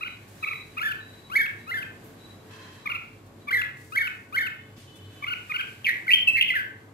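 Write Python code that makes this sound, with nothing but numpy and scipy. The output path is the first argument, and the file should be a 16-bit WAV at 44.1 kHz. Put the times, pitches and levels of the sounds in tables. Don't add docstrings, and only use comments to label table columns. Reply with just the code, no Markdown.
import sys
import numpy as np
from scipy import signal
from scipy.fft import rfft, irfft, next_fast_len
from scipy.io import wavfile
from scipy.ndimage import uniform_filter1d, map_coordinates

SR = 44100
rng = np.random.default_rng(int(sys.argv[2]) if len(sys.argv) > 2 else 0)


def field_ratio(decibels):
    return 10 ** (np.asarray(decibels, dtype=float) / 20)


def store_wav(level_fs):
    pcm = np.round(np.clip(np.atleast_2d(level_fs), -1, 1) * 32767)
    wavfile.write(sys.argv[1], SR, pcm.T.astype(np.int16))


N = 305613
TIME = np.arange(N) / SR


def unit(x):
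    return x / np.sqrt(np.mean(x ** 2) + 1e-20)


def along(points, hz):
    f, v = np.transpose(points)
    return np.interp(np.log(hz + 1), np.log(f + 1), v)


def level_over_time(points, outside_db=None):
    return np.interp(TIME, *np.transpose(points), left=outside_db, right=outside_db)


def wobble(rate):
    return map_coordinates(rng.standard_normal(N // 20), [TIME * rate])


def filtered(x, response):
    m = next_fast_len(N + 8192)
    return irfft(rfft(x, m) * response(np.fft.rfftfreq(m, 1 / SR)), m)[..., :N]


def swell(start, length, rise, fall):
    u = TIME - start
    return np.clip(u / rise, 0, 1) * np.exp(-np.clip(u - length, 0, None) / fall)


# frequency in Hz, likeness from -1 to 1.
PORT_LIKENESS = [(60, 1), (130, 0.98), (290, 0.89), (640, 0.61), (1400, 0.087), (3000, 0.15),
                 (15000, -0.11)]


def ports(pair, gain):
    turn = lambda hz: np.arccos(np.clip(along(PORT_LIKENESS, hz), -1, 1)) / 2
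    mid, side = filtered(pair, lambda hz: gain(hz) * [np.cos(turn(hz)), np.sin(turn(hz))])
    return np.array([mid + side, mid - side])


def diffuse(gain):
    return unit(ports(rng.standard_normal((2, N)), gain))


# frequency in Hz, level in dB per Hz.
TRAFFIC_COLOUR = [(24, -37), (40, -30), (64, -19), (92, -7), (169, -4.5), (330, -4.5), (389, -9),
                  (429, -10.5), (1260, -18), (2000, -41), (2600, -83), (4400, -120)]
# time in seconds, level in dB.
TRAFFIC_SWELL = [(0, -55), (2.5, -52), (3.6, -54), (4.6, -54), (5.3, -54), (6.5, -54.5), (6.93, -55.5)]


def traffic():
    level_db = level_over_time(TRAFFIC_SWELL) + 1.5 + 1.2 * wobble(3) + .6 * wobble(10)
    return field_ratio(level_db) * diffuse(lambda f: field_ratio(along(TRAFFIC_COLOUR, f)))


# frequency in Hz, width in Hz, level in dB.
MOTOR_TONES = [(50.7, 11, -70), (101.4, 18.5, -54.5), (132.6, 7.1, -62), (436.7, 6.1, -63.5),
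               (558, 21, -70.5), (1110, 12, -70.5)]


def motor_hum():
    return sum(field_ratio(db) * diffuse(lambda f: 1 / (1 + ((f - hz) / width * 2) ** 4))
               for hz, width, db in MOTOR_TONES)


# frequency in Hz, level in dB per Hz.
LEAF_COLOUR = [(700, -54), (1500, 10.5), (3000, 3.5), (4300, 1), (5600, -3.5), (7800, -1.5), (9300, -7),
               (12000, -3), (14500, -8.5), (15700, -26.5)]
# time in seconds, level in dB.
BREEZE = [(0, -57), (1.6, -58), (2.4, -57.5), (3.1, -61), (4.7, -61.5), (5.6, -53.5), (6.93, -64)]


def leaves():
    level_db = level_over_time(BREEZE) + 0.9 * wobble(20)
    return field_ratio(level_db) * diffuse(lambda f: field_ratio(along(LEAF_COLOUR, f)))


# time in seconds, level in dB.
HORN_LEVEL = [(4.5, -80), (4.62, -63), (4.86, -77), (4.88, -60.5), (5.17, -59), (5.24, -59.5), (5.4, -80)]
# multiple of the base pitch, level in dB.
HORN_OVERTONES = [(1, -7), (6, -9.5), (7, 3), (8, -3), (9, -10), (10, -15.5)]


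def horn(hz=432):
    level = field_ratio(level_over_time(HORN_LEVEL, outside_db=-120))
    return level * sum(field_ratio(db) * diffuse(lambda f: 1 / (1 + ((f - k * hz) / 16) ** 2))
                       for k, db in HORN_OVERTONES)


# frequency in Hz, width in Hz, level in dB.
METAL_RINGS = [(1025, 130, -3), (1720, 490, -6.5), (2610, 54, -4), (3150, 48, -8.5), (3206, 22, 0.5),
               (4070, 55, -8.5)]
# time in seconds, level in dB.
SCRAPE_LEVEL = [(2.47, -82), (2.51, -51.5), (2.65, -48.5), (2.76, -54.5), (2.86, -57)]


def scrape():
    level = field_ratio(level_over_time(SCRAPE_LEVEL, outside_db=-120))
    ringing = lambda f: sum(field_ratio(db) / (1 + ((f - hz) / width * 2) ** 2) for hz, width, db in METAL_RINGS)
    return level * diffuse(ringing)


# start in seconds, length in seconds, level in dB.
CRICKET_PIPES = [(-.1, 0.2, -55), (0.394, 0.24, -51), (0.984, 0.27, -58), (1.573, 0.19, -64),
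                 (2.176, 0.15, -57), (2.767, 0.096, -62), (3.388, 0.12, -65)]


def cricket(hz=3920, flutter_db=2, width=35):
    gate = sum(field_ratio(db) * swell(s, length, rise=0.029, fall=0.062) for s, length, db in CRICKET_PIPES)
    return gate * field_ratio(flutter_db * wobble(50)) * diffuse(lambda f: 1 / (1 + ((f - hz) / width) ** 2))


# start in seconds, length in seconds, level in dB, centre in Hz.
RUSTLES = [
    (0.273, 0.56, -60, 6870),
    (2.034, .1, -60, 12130),
    (2.505, 0.48, -55, 2700),
    (3.258, 0.033, -64, 7000),
    (3.766, 0.5, -59.5, 7060),
    (4.76, 0.18, -55.5, 3100),
    (4.95, 0.047, -59, 7060),
]


def feathers(octaves=1.42):
    out = np.zeros((2, N))
    for s, length, db, hz in RUSTLES:
        brush = diffuse(lambda f: np.exp(-(np.log2((f + 1) / hz) / octaves) ** 2))
        out += field_ratio(db + 1.5 * wobble(90)) * swell(s, length * .4, rise=.008, fall=length * .5) * brush
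    return out


# start in seconds, level in dB, pitch in Hz.
PERCH_KNOCKS = [
    (4.779, -36, 236),
    (4.889, -61, 200),
]


def perch():
    return sum(field_ratio(db) * swell(s, 0, rise=0.00052, fall=0.0055) * np.sin(2 * np.pi * hz * (s - TIME))
               for s, db, hz in PERCH_KNOCKS)


# start in seconds, pitch in Hz, level in dB, time to fall 60 dB in seconds.
WIRE_TICKS = [
    (.54, 13600, -50, 0.27),
    (2.042, 12800, -53, .3),
    (4.78, 12900, -56, .2),
    (4.799, 8640, -57, 0.38),
]


def cage_wires():
    return sum(field_ratio(db) * swell(s, 0, rise=.001, fall=t60 / np.log(1000))
               * np.sin(2 * np.pi * hz * TIME + [[0], [2]]) for s, hz, db, t60 in WIRE_TICKS)


# frequency in Hz, level in dB.
THROAT_COLOUR = [(800, -4.5), (1250, -9.5), (1700, -5.5), (2300, -6), (2900, -2.5), (3700, -9), (5400, -25),
                 (6500, -25), (8000, -10), (9500, -41.5), (11200, -8), (13300, -11.5), (15500, -25)]
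# frequency in Hz, level in dB per Hz.
BREATH_COLOUR = [(1000, -62), (3000, -10), (6000, 6.5), (8000, -37), (9500, -5.5), (11200, 6.5),
                 (13300, 6.5), (15000, -40)]


def voice(notes, slope_db, over_db, half_db, breath_db, tuned, shake, edge, trill_hz=210):
    out, effort, jitter = np.zeros(N), np.zeros(N), wobble(440)
    beat = 2 * np.pi * np.cumsum(trill_hz * (1 + 0.1529 * wobble(60))) / SR
    order = np.arange(2, 25)[:, None] / 2
    source_db = slope_db * np.log2(order) + over_db * (order > 1) + half_db * (order % 1 > 0)
    for note in notes:
        s, hz, db, *trill = np.transpose(note)
        span = slice(round(s[0] * SR), round(s[-1] * SR))
        t = TIME[span]
        depth = np.clip(np.interp(t, s, trill[0]), 0, 1) if trill else 0
        pitch = uniform_filter1d(np.interp(t, s, hz), size=170, mode="nearest")
        drop_hz_per_s = -np.gradient(pitch) * SR
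        slack = np.clip(drop_hz_per_s / 15000, 0, 1) * np.clip((1500 - pitch) / 250, 0, 1)
        pitch *= 1 + shake * jitter[span] + .1 * depth * np.cos(beat[span])
        gain = field_ratio(source_db + along(THROAT_COLOUR, order * pitch)) * (order * pitch < 16000)
        gain[[0, 2]] *= field_ratio(np.outer([-11, 7], slack))
        gain /= np.hypot(gain[0], gain[2]) ** tuned
        fade = np.clip(np.minimum(t - t[0], 2 * (t[-1] - t)) / edge, 0, 1)
        level = field_ratio(np.interp(t, s, db)) * fade
        effort[span] += level
        tone = (gain * np.sin(order * 2 * np.pi * np.cumsum(pitch) / SR)).sum(axis=0)
        out[span] += level * (1 + depth * np.sin(beat[span])) * tone
    breath = unit(filtered(rng.standard_normal(N), lambda f: field_ratio(along(BREATH_COLOUR, f))))
    return out + field_ratio(breath_db) * effort * breath


def arch(s, length, start_hz, top_hz, db, fall=0.01725, swell_db=3, end_hz=955):
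    u = np.linspace(0, length, num=11)
    crest = length - fall
    rising = u < crest
    away = np.where(rising, 1 - u / crest, (u - crest) / fall) ** 2
    hz = top_hz - away * np.where(rising, top_hz - start_hz, top_hz - end_hz)
    return np.transpose([s + u, hz, db + swell_db * (u / length - (2 * u / length - 1) ** 4)])


def slide(s, length, from_hz, to_hz, db, swell_db=0., depth=0., bend=1.6):
    u = np.linspace(0, 1, num=12)
    hz = to_hz + (from_hz - to_hz) * (1 - u) ** bend
    return np.transpose([s + u * length, hz, db + swell_db * u, depth + 0 * u])


def held(s, length, from_hz, to_hz, db, settle_s=0.00304, fade_db=-3.5):
    u = np.linspace(0, length, num=40)
    hz = to_hz + (from_hz - to_hz) * np.exp(-u / settle_s)
    return np.transpose([s + u, hz, db + fade_db * u / length])


def warble(s, crest_hz, crest_db, db, length, step_hz, low_hz):
    scoop_s = .024
    at = lambda share: s + share * length
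    return [(s - scoop_s, .82 * crest_hz, crest_db - 10), (s - 0.56 * scoop_s, .96 * crest_hz, crest_db),
            (s, crest_hz, crest_db),
            (at(0.082), 0.94 * step_hz, db), (at(0.3), step_hz, db),
            (at(.43), .98 * low_hz, db - 0.5), (at(.8), low_hz, db - 7),
            (at(.95), 1180, db - 1), (at(0.94), 960, db - 23)]


# start in seconds, length in seconds, start pitch in Hz, top pitch in Hz, level in dB.
CHIP_NOTES = [(.006, 0.036, 1112, 1372, -32), (0.041, 0.044, 1208, 1472, -33),
              (.424, 0.027, 1113, 1274, -26.5), (0.46, 0.036, 1051, 1343, -29.5),
              (0.506, 0.032, 1110, 1255, -32), (0.767, 0.033, 1196, 1300, -27.5),
              (2.855, 0.0247, 1086, 1212, -28), (2.888, 0.04, 955, 1408, -29),
              (2.932, 0.038, 1006, 1396, -29.5), (3.47, 0.032, 1123, 1176, -29),
              (5.221, 0.03, 1090, 1180, -29.5), (5.261, 0.043, 1148, 1444, -30.5),
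              (5.301, 0.042, 1272, 1502, -29.5), (5.493, 0.033, 1270, 1242, -27),
              (5.537, .036, 1297, 1488, -25), (5.58, 0.039, 1453, 1582, -28)]
REEDY_VOICE = dict(slope_db=-19, over_db=11, half_db=-22, shake=.022, edge=.007)


def chips():
    return voice([arch(*chip) for chip in CHIP_NOTES], breath_db=-36.5, tuned=0.024, **REEDY_VOICE)


# start in seconds, length in seconds, from Hz, to Hz, level in dB.
LEAD_INS = [(0.798, 0.031, 1212, 1483, -34.5), (1.299, 0.06, 1038, 1730, -36),
            (1.667, 0.044, 1180, 1460, -39.5), (3.505, 0.015, 1307, 1690, -31),
            (3.92, 0.045, 1177, 1656, -37.5), (4.324, .04, 1110, 1638, -35.5)]
# time in seconds, pitch in Hz, level in dB, level of the steps down in dB.
WARBLE_CRESTS = [(.848, 1780, -25, -25), (1.377, 2290, -14, -22), (1.733, 2130, -26.5, -27.5),
                 (3.544, 2164, -21.5, -22), (3.983, 2262, -19.5, -23), (4.385, 2203, -20.5, -24)]
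# length in seconds, middle step in Hz, low step in Hz.
WARBLE_STEPS = [(.084, 1790, 1540), (.095, 1870, 1650), (.105, 1830, 1580), (.082, 2010, 1720),
                (.104, 1890, 1510), (.098, 1850, 1520)]
FLUTY_VOICE = dict(slope_db=-6.5, half_db=-23, shake=.007)


def warbles():
    calls = [slide(*lead, swell_db=12, bend=1.15) for lead in LEAD_INS]
    calls += [warble(*crest, *steps) for crest, steps in zip(WARBLE_CRESTS, WARBLE_STEPS)]
    return voice(calls, over_db=-8.5, breath_db=-30, tuned=0.65, edge=0.0017, **FLUTY_VOICE)


# start in seconds, length in seconds, from Hz, to Hz, level in dB.
HELD_WHISTLES = [(6.133, .018, 2910, 3150, -2.5), (6.155, .018, 3110, 3150, -16),
                 (6.269, .038, 3550, 2648, -13), (6.321, .05, 2617, 2659, -22),
                 (6.499, 0.025, 2616, 2002, -17.5)]
# start in seconds, length in seconds, from Hz, to Hz, level in dB.
GLIDES = [(5.903, 0.013, 1793, 1910, -20.5), (6.067, .013, 1440, 1585, -27),
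          (6.079, 0.026, 2230, 1920, -18), (6.409, 0.009, 3450, 2510, -12),
          (6.477, 0.0081, 2520, 3320, -18.5), (6.486, 0.013, 3270, 2330, -23),
          (6.536, 0.022, 1350, 1580, -27.5), (6.551, 0.031, 1980, 1615, -18.5),
          (6.578, 0.041, 1607, 1515, -21.5)]
# start in seconds, length in seconds, from Hz, to Hz, level in dB.
TRILLED_GLIDES = [(5.843, .03, 3280, 2218, -20.5), (5.871, .032, 2245, 1841, -18.5),
                  (6.103, 0.0277, 2170, 2830, -14.5), (6.354, 0.009, 2000, 1830, -28),
                  (6.367, 0.034, 2222, 2045, -18.5), (6.419, 0.0126, 3790, 2580, -14.5),
                  (6.434, 0.052, 2680, 2460, -40)]


def closing_phrase():
    whistles = [held(*row) for row in HELD_WHISTLES] + [slide(*row) for row in GLIDES]
    pure = voice(whistles, slope_db=-6.5, over_db=-13.5, half_db=-10, breath_db=-32.5,
                 tuned=0.54, shake=0.006, edge=0.0026)
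    trills = voice([slide(*row, depth=0.68) for row in TRILLED_GLIDES], slope_db=-13, over_db=-2.5,
                   half_db=-12.5, breath_db=-28, tuned=0.57, shake=0.0014, edge=0.0044)
    return pure + trills


def bird():
    song = field_ratio(7.0) * chips() + field_ratio(3.0) * warbles() + closing_phrase()
    return song * field_ratio(2.82 * wobble(160))


# delay in seconds, left level in dB, right level in dB.
WALL_ECHOES = [(.013, -22, -21), (.021, -19, -20), (.033, -18, -17), (.048, -18, -19), (.074, -17, -18),
               (.092, -20, -19)]
# frequency in Hz, time to fall 60 dB in seconds.
YARD_RING = [(900, 0.65), (2000, 0.52), (4000, 0.37), (12000, 0.15)]
# frequency in Hz, level in dB.
WALL_COLOUR = [(800, -12), (1300, -9), (2000, 0), (3200, 0), (5000, -2), (12000, -2)]


def courtyard(x, wet_db=-9.3, lead=.00045, body=.55, same_side=.58):
    hz, t, z = signal.stft(rng.standard_normal((2, SR * 3 // 4)), SR, nperseg=256)
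    tail = signal.istft(z * field_ratio(-60 * t / along(YARD_RING, hz)[:, None]), SR, nperseg=256)[1]
    tail *= np.clip(np.arange(tail.shape[1]) / SR / .03, 0, 1)
    left, other = signal.fftconvolve(x[None], tail / np.linalg.norm(tail[0]), axes=1)[:, :N]

    def delay(f, seconds):
        return np.exp(-2j * np.pi * f * seconds)

    def far_port(f):
        return (delay(f, lead) + body * delay(f, 1.95 * lead)) / np.hypot(1, body)

    def paths(f):
        to_left = 1 + sum(field_ratio(l) * delay(f, s) for s, l, r in WALL_ECHOES)
        to_right = 1 + sum(field_ratio(r) * delay(f, s + lead) for s, l, r in WALL_ECHOES)
        return np.array([to_left, far_port(f) * to_right])

    right = same_side * filtered(left, far_port) + np.sqrt(abs(1 - same_side ** 2)) * other
    wet = filtered(np.array([left, right]), lambda f: field_ratio(wet_db + along(WALL_COLOUR, f)))
    return filtered(x, paths) + wet


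def scene():
    town = traffic() + motor_hum() + leaves() + horn() + scrape()
    cage = feathers() + perch() + cage_wires()
    return town + cricket() + cage + courtyard(bird())


def low_pass(x):
    return signal.sosfilt(signal.butter(12, 15750, fs=SR, output="sos"), x)


def record(dry):
    return low_pass(filtered(dry, lambda f: f < 15750))


dry = scene()
out = record(dry)
store_wav(out)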